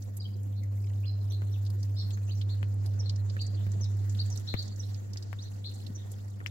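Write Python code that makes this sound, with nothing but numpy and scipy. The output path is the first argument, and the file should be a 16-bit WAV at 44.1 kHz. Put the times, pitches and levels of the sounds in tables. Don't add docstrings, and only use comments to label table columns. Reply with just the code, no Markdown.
import sys
import numpy as np
from scipy import signal
from scipy.fft import rfft, irfft
from scipy.io import wavfile
from scipy.ndimage import uniform_filter1d

SR = 44100
rng = np.random.default_rng(int(sys.argv[2]) if len(sys.argv) > 2 else 0)


def wav_out(sig):
    wavfile.write(sys.argv[1], SR, np.round(np.clip(np.atleast_2d(sig).T, -1, 1) * 32767).astype(np.int16))


N = 286650
LN_60_DB = np.log(1000)


def undb(db):
    return 10 ** (np.asarray(db) / 20)


def unit(x):
    return x / np.sqrt(np.mean(x ** 2))


def pan(db):
    return undb(np.array([db, -db]) / 2)


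def ports(apart, opposed):
    shared = apart[2] * np.array([[1], [-1]])
    return np.sqrt(1 - opposed) * apart[:2] + np.sqrt(opposed) * shared


def curves(table):
    s, *columns = np.transpose(table)
    return [np.interp(np.arange(N) / SR, s, column) for column in columns]


def on_log(hz, table):
    table_hz, values = np.transpose(table)
    return np.interp(np.log(hz), np.log(table_hz), values)


def band(x, hz, width_hz):
    b, a = signal.iirpeak(min(hz, SR / 2.3), hz / width_hz, fs=SR)
    return signal.lfilter(b, a, x)


def walk(rate):
    hold = int(SR / rate)
    steps = np.repeat(rng.standard_normal(N // hold + 1), hold)
    slewed = uniform_filter1d(uniform_filter1d(steps, hold), hold)
    return unit(slewed[:N])


def add(out, s, sound):
    i = max(int(s * SR), 0)
    out[:, i:i + sound.shape[1]] += sound[:, :N - i]


TREMBLE_PER_S = 63.5
WARBLE = 0.011


def note(hz, depth, rasp_hz, db, pan_db, late):
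    u = np.arange(len(hz)) / len(hz)
    settle = 999
    noise = rng.standard_normal((2, 3, len(u) + settle))
    flutter = signal.lfilter(*signal.butter(3, rasp_hz / SR), noise)[..., settle:]
    throat = ports(60 / rasp_hz + unit(flutter[0]) + 1j * unit(flutter[1]), .35)
    swing = np.sin(2 * np.pi * (TREMBLE_PER_S * u * len(u) / SR + rng.random()))
    tremble = 1 + depth * swing
    cycles = np.cumsum(hz * (1 + WARBLE * swing)) / SR
    tone = unit(np.real(tremble * throat * np.exp(2j * np.pi * cycles)))
    swell = np.sin(np.pi * u ** late) ** .7
    return undb(db) * pan(pan_db)[:, None] * swell * tone


# start_s, length_s, held_hz, level_db, left_minus_right_db
CHEEP_NOTES = [(0.549, 0.071, 4390, -63.5, -5), (1.303, 0.069, 4255, -51.5, 1), (1.962, 0.07, 4490, -49, 3),
               (2.308, 0.029, 4880, -43, -3.5), (2.488, 0.063, 4460, -48, 3), (3.029, 0.065, 4360, -57, 4),
               (3.388, 0.063, 4710, -46.5, -0.5), (4.185, 0.047, 4786, -41, 0),
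               (4.467, 0.091, 4240, -43, 4), (4.563, .075, 4630, -41.5, 0), (4.822, 0.035, 4450, -55.5, -9),
               (5.432, 0.059, 4320, -54, -2), (5.64, 0.064, 4410, -45, 1.5),
               (5.968, 0.077, 3820, -63.5, -1)]
CHEEP_FROM, CHEEP_RISE_S = .7, 0.0099
CHEEP_ARCH, CHEEP_RASP_HZ = 0.134, 403
LOW_VOICE, LOW_VOICE_DB = .88, -9.5
# start_s, length_s, start_hz, middle_hz, end_hz, rasp_width_hz, level_db, left_minus_right_db
WHISTLE_NOTES = [(0.198, 0.018, 4800, 4700, 4570, 400, -52.5, -2),
                 (0.215, 0.034, 3980, 3960, 3940, 350, -54.5, 1),
                 (0.241, 0.029, 3230, 3180, 3170, 200, -56.5, 4),
                 (0.613, 0.04, 2140, 2070, 1980, 300, -60.5, 4),
                 (1.031, 0.033, 2520, 2780, 3900, 250, -56.5, 1),
                 (1.055, 0.052, 4240, 4170, 4070, 121, -54, -10),
                 (1.059, 0.036, 4580, 5050, 4700, 150, -53, -1),
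                 (1.297, 0.034, 5700, 6030, 5800, 300, -58, -6),
                 (1.515, 0.022, 5460, 5520, 6200, 200, -58.5, -4),
                 (1.528, 0.04, 4430, 3240, 2700, 400, -57.5, 3),
                 (1.938, 0.099, 4100, 5390, 5040, 200, -55, -5),
                 (2.106, 0.054, 8220, 6600, 6500, 80, -55, -9.5),
                 (2.25, 0.062, 7960, 6330, 6600, 100, -57.5, -10),
                 (2.279, 0.04, 2700, 2880, 3850, 350, -54.5, 3),
                 (2.35, .035, 6170, 5830, 5240, 600, -57, -3),
                 (2.989, 0.029, 6360, 5620, 5320, 500, -47, -3),
                 (3.38, .026, 2560, 2800, 3700, 250, -54.5, 2),
                 (3.565, 0.083, 3310, 3330, 3740, 900, -59.5, 6),
                 (3.81, 0.035, 6340, 5700, 5050, 300, -47.5, 4),
                 (3.848, 0.025, 4060, 3800, 3350, 300, -53.5, 4.5),
                 (4.171, 0.015, 4460, 5260, 6330, 600, -53, 4),
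                 (4.304, 0.033, 5110, 6040, 5570, 250, -44, 2.5),
                 (4.317, 0.035, 5610, 5450, 5270, 500, -48, 3), (4.46, 0.03, 4550, 5450, 5460, 610, -55, 5),
                 (4.791, .03, 6330, 5770, 5240, 200, -47.5, -6.5),
                 (4.83, 0.047, 5500, 5380, 5330, 101, -61.5, -13),
                 (4.974, 0.03, 7000, 6500, 6200, 300, -54, -2),
                 (5.386, 0.044, 3420, 4270, 5300, 250, -49.5, -3),
                 (5.421, 0.034, 5850, 6100, 5550, 500, -55, 0),
                 (5.948, 0.034, 6230, 5920, 5760, 500, -52.5, 0)]
CHEEP_TREMBLE, WHISTLE_TREMBLE = 0.12, 0.08
CHEEP_LATE, WHISTLE_LATE = 0.98, 0.83
FALTER_DB = 3.5
YARD_T60_S, YARD_DB = 0.36, -6.5
WALL_S, WALL_DB = .135, -9
BLUR_PER_S = 380


def yard_echo(dry_birds):
    t = np.arange(int(.5 * SR)) / SR
    decay = np.exp(-LN_60_DB * t / YARD_T60_S)
    wall = undb(WALL_DB) * np.exp(-((t - WALL_S) / .005) ** 2)
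    yard = rng.standard_normal((2, len(t))) * (decay + wall)
    yard /= np.sqrt(np.sum(yard ** 2, axis=1, keepdims=True))
    blurred = dry_birds * walk(BLUR_PER_S)
    return undb(YARD_DB) * signal.fftconvolve(blurred, yard, axes=1)[:, :N]


def sparrows():
    birds = np.zeros((2, N))
    for s, length, hz, db, pan_db in CHEEP_NOTES:
        t = np.arange(int(length * SR)) / SR
        jump = (1 - CHEEP_FROM) * np.exp(-t / CHEEP_RISE_S)
        droop = CHEEP_ARCH * (t / length) ** 3
        path = hz * (1 - jump - droop)
        for ratio, voice_db in ((1, db), (LOW_VOICE, db + LOW_VOICE_DB)):
            add(birds, s, note(ratio * path, CHEEP_TREMBLE, CHEEP_RASP_HZ, voice_db, pan_db, CHEEP_LATE))
    for s, length, start_hz, mid_hz, end_hz, rasp_hz, db, pan_db in WHISTLE_NOTES:
        u = np.arange(int(length * SR)) / (length * SR)
        bend = (2 * mid_hz - start_hz - end_hz) * 2 * u * (1 - u)
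        path = start_hz + (end_hz - start_hz) * u + bend
        add(birds, s, note(path, WHISTLE_TREMBLE, rasp_hz, db, pan_db, WHISTLE_LATE))
    birds = birds * undb(FALTER_DB * walk(90))
    return birds + yard_echo(birds)


# centre_s, level_db, pitch_hz, half_length_s
GRIP_SHIFT = (5.903, -32, 190, .0035)


def bump():
    s, db, hz, half_s = GRIP_SHIFT
    t = np.arange(N) / SR - s
    return undb(db) * np.sin(2 * np.pi * hz * t) * np.exp(-(t / half_s) ** 2)


# start_s, click_db, click_hz, ring_cycles, thud_db, left_minus_right_db
PHONE_KNOCKS = [(1.419, -29, 1380, 0.25, -38, -3.5), (2.173, -31, 1570, 0.62, -56, -6),
                (2.629, -25, 1900, 0.44, -35, 4.5), (3.366, -30, 1650, 5, -62, -10.5),
                (3.666, -32.5, 1780, 0.66, -36, -5), (4.5398, -20.5, 1490, 0.32, -25.5, 13.5),
                (4.549, -30, 1920, .8, -37, -9), (5.159, -34, 1830, 0.55, -41.5, -5),
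                (5.329, -25.5, 1380, 0.24, -42, 7.5), (6.403, -36, 1820, 6.3, -44, -5.5),
                (6.413, -37, 1290, 2.9, -42, -4), (6.4613, -20, 2320, 1.5, -62, 9)]
CRACK_DB, CRACK_T60_S = -23.5, 0.011


def taps_and_scrape():
    out, t = np.zeros((2, N)), np.arange(int(.1 * SR)) / SR
    thud_envelope = (t / .003) * np.exp(1 - t / .003)
    thud = -np.cos(3.3 * np.log(t / .0013 + .2)) * thud_envelope
    thud = np.roll(thud, int(.0012 * SR))
    crack_envelope = np.exp(-LN_60_DB * np.abs(t - .001) / CRACK_T60_S)
    for s, db, hz, ring, thud_db, pan_db in PHONE_KNOCKS:
        turns = hz * (t - .001)
        click_envelope = np.exp(-(turns / np.where(turns < 0, .45, ring)) ** 2)
        click = np.sin(2 * np.pi * turns) * click_envelope * np.array([[1], [-.3]])
        noise = rng.standard_normal((2, len(t)))
        rattle = unit(band(band(noise, hz, hz), hz, hz)) * np.exp(-t / 0.0098)
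        crack = undb(CRACK_DB) * rng.standard_normal((2, len(t))) * crack_envelope
        shell = undb(db) * (click + 0.073 * rattle + crack)
        add(out, s, pan(pan_db)[:, None] * (shell + undb(thud_db) * thud))
    return out


HUM_HZ = 100
# time_s, level_db
HUM_LEVEL = [(0, -37.5), (.75, -30.5), (1.8, -29.5), (2.27, -31.5), (2.36, -29.5), (3.25, -29),
             (3.37, -31.5), (3.47, -32), (3.56, -29), (4.26, -29), (4.48, -37.5), (4.6, -35.5), (4.7, -37),
             (4.95, -33), (5.03, -38), (6.5, -38.5)]
# time_s, left_minus_right_db
HUM_SIDE = [(0, -0.5), (1, -0.5), (3.3, -2), (4.3, -2), (5.1, -0.5), (6.5, -0.2)]
# multiple, level_db, left_lead_cycles
VALVE_OVERTONES = [(2, -55, 0.21), (3, -59, 0.59), (5, -64, 0.63), (7, -78, 0.98)]


def valve():
    (db,), (pan_db,) = curves(HUM_LEVEL), curves(HUM_SIDE)
    cycles = HUM_HZ * np.arange(N) / SR
    out = undb(db) * pan(pan_db) * np.sin(2 * np.pi * cycles)
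    for multiple, over_db, lead in VALVE_OVERTONES:
        turns = multiple * cycles + np.array([[lead], [0]])
        follow_db = 0.23 * (db - db.max())
        waver_db = 1.25 * walk(6.0)
        out += undb(over_db + follow_db + waver_db) * np.sin(2 * np.pi * turns)
    return np.sqrt(2) * out


# pitch_hz, left_right_correlation
PORT_LIKENESS = [(60, 1), (130, 0.02), (290, 0.17), (1400, -0.41), (3100, -0.045), (8000, -0.027)]


def rush(spectrum, swell_db, flicker_db, patter_db):
    hz = np.maximum(np.arange(N // 2 + 1) * SR / N, 1)
    like = np.clip(on_log(hz, PORT_LIKENESS), -1, 1)
    noise = rfft(rng.standard_normal((2, N)))
    mid, side = noise * np.sqrt([1 + like, 1 - like]) * undb(on_log(hz, spectrum))
    stereo = np.array([mid + side, mid - side])
    low_hz, high_hz = spectrum[0][0], spectrum[-1][0]
    inside = (hz > low_hz) & (hz < high_hz)
    octave, out = np.log2(hz), 0
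    shared = swell_db * walk(2.1) + patter_db * walk(90)
    for centre in np.arange(np.log2(low_hz), np.log2(high_hz) + .5, .5):
        share = inside * np.clip(1 - 2 * np.abs(octave - centre), 0, 1)
        out = out + undb(shared + flicker_db * walk(45)) * irfft(share * stereo, N)
    return out


# time_s, rumble_db, hiss_db, top_treble_lift_db
STREAM_LEVELS = [(0, -57.5, -71, 9), (.4, -58.5, -78, 11), (1.2, -56.5, -77, 8), (2.7, -56.5, -67.5, 0),
                 (3.5, -55.5, -68.5, -3.5), (4.3, -56, -65.5, -1.5), (6.5, -58.5, -73, -0.5)]
# pitch_hz, density_db (per Hz)
RUMBLE_SPECTRUM = [(12, -90), (20, -34), (43, -20), (67, -23.5), (103, -11), (129, -16.5), (153, -21.5),
                   (209, -19), (561, -31.5), (3000, -53), (3900, -63), (6600, -120)]
# pitch_hz, density_db (per Hz)
HISS_SPECTRUM = [(880, -20), (1500, 3), (1620, -3), (1880, 3.5), (2300, -12), (4330, -1.5), (6000, -4.5),
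                 (6960, 0.5), (8240, -7), (10900, -8.5), (12400, -7), (15100, -11.5), (16000, -6)]


def stream():
    rumble_db, hiss_db, top_db = curves(STREAM_LEVELS)
    rumble = rush(RUMBLE_SPECTRUM, swell_db=0.5, flicker_db=2.4, patter_db=1.3)
    hiss = rush(HISS_SPECTRUM, swell_db=1.6, flicker_db=2.8, patter_db=1.8)
    rumble /= np.std(band(rumble[0], 409, 597))
    hiss /= np.std(band(hiss[0], 10500, 7000))
    hiss += (undb(top_db) - 1) * band(hiss, 13600, 5000)
    return undb(rumble_db + 3.0) * rumble + undb(hiss_db + 2.5) * hiss * pan(-1.1)[:, None]


def splash(db, hz, spray_db, pan_db, t60=0.044, rise_s=0.0053, spread=0.42):
    t = np.arange(int((rise_s + t60) * SR)) / SR
    rise = np.minimum(t / rise_s, 1) ** 2
    fall = np.exp(-LN_60_DB * np.maximum(t - rise_s, 0) / max(t60, .008))
    noise = ports(rng.standard_normal((3, 2 * len(t))), 0.039).reshape(2, 2, -1)
    width_hz = spread * hz
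    body = unit(band(band(noise[:, 0], hz, width_hz), hz, width_hz))
    spray = unit(band(band(noise[:, 1], 10200, 4700), 10200, 4700))
    return undb(db - 0.5) * pan(pan_db)[:, None] * rise * fall * (body + undb(spray_db) * spray)


# crest_s, body_db, centre_hz, spray_db, left_minus_right_db
SPLASH_HITS = [(0.024, -51, 6140, -21, -10), (0.17, -51.5, 7560, 13, -4.5), (0.433, -59.5, 7000, 5, -2),
               (0.636, -55.5, 6540, -3, -4), (1.244, -67.5, 4970, 1, -19), (1.322, -48, 3900, -3, -1),
               (1.652, -54, 4850, -2, -2), (1.6647, -47.5, 4440, -16, 2), (1.703, -52, 4500, 2, 2),
               (1.807, -58, 6500, -8, -2), (1.831, -45.5, 5360, -8, 0), (2.107, -46.5, 3840, -12, 8),
               (2.4149, -39.5, 3600, -20, -2), (2.688, -69, 7000, 8, -6), (2.742, -62.5, 7000, 8, 0),
               (2.862, -47, 4700, 0.5, 1), (3.096, -35.5, 4550, -42, -1), (3.161, -48.5, 5550, -22, -2),
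               (3.2993, -45, 4450, -28, -2), (3.416, -45, 6740, -11, -2), (3.4667, -45.5, 6500, -34, -6),
               (3.719, -47.5, 6600, -17, -3), (3.843, -44, 5070, -27, -4), (3.97, -63, 7000, 5, 0),
               (4.097, -43.5, 6500, -32, -1), (4.149, -50.5, 3630, -17, 0), (4.262, -52, 7100, -17, -12),
               (4.303, -47, 6750, -15, -12), (4.36, -46.5, 4270, 0, -1), (4.375, -42.5, 6170, -27, -11),
               (4.398, -56, 6500, 4, -1), (4.626, -51, 6300, -10, -15), (4.68, -48, 5700, -29, -11),
               (4.762, -51.5, 6400, -21, -7), (4.945, -47.5, 4970, -21, -5), (5.1343, -44, 5240, -12, -2.1),
               (5.173, -39.5, 5070, -30, -1.1), (5.2267, -44.5, 4900, -17, -3), (5.757, -54, 7200, -13, -2),
               (5.8666, -45.5, 4120, -11, -5.5), (6.1177, -49.5, 7810, 5.5, 0), (6.47, -44.5, 5600, -22, 3)]
DROPS_CLUMP_DB = 4.5


def splashes(count=1300):
    out, drops = np.zeros((2, 2, N))
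    for s, *row in SPLASH_HITS:
        add(out, s - .005, splash(*row))
    for when, pitch, size, side in rng.random((count, 4)):
        db = -71 - 1.2 * np.log(1 - .98 * size)
        hz = 1800 * 6.14 ** np.sqrt(pitch)
        spray_db = -1 - 20 * side
        pan_db = 8 * (pitch - .5) * (1 - 2 * side) - 2.5
        drop = splash(db, hz, spray_db, pan_db, t60=0.031, rise_s=0.009, spread=0.22)
        add(drops, when * N / SR, drop)
    return out + undb(DROPS_CLUMP_DB * walk(9)) * drops


def scene():
    return sparrows() + bump() + taps_and_scrape() + valve() + stream() + splashes()


# from_hz, to_hz, share_removed
PORT_NOTCH = (8300, 11400, .5)
TOP_HZ = 15830


def record(dry):
    lo_hz, hi_hz, share = PORT_NOTCH
    dip_filter = signal.butter(3, [lo_hz, hi_hz], "bandpass", fs=SR, output="sos")
    dip = signal.sosfiltfilt(dip_filter, dry)
    top_cut = signal.ellip(10, .2, 60, TOP_HZ, fs=SR, output="sos")
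    return signal.sosfilt(top_cut, dry - share * dip)


dry = scene()
out = record(dry)
wav_out(out)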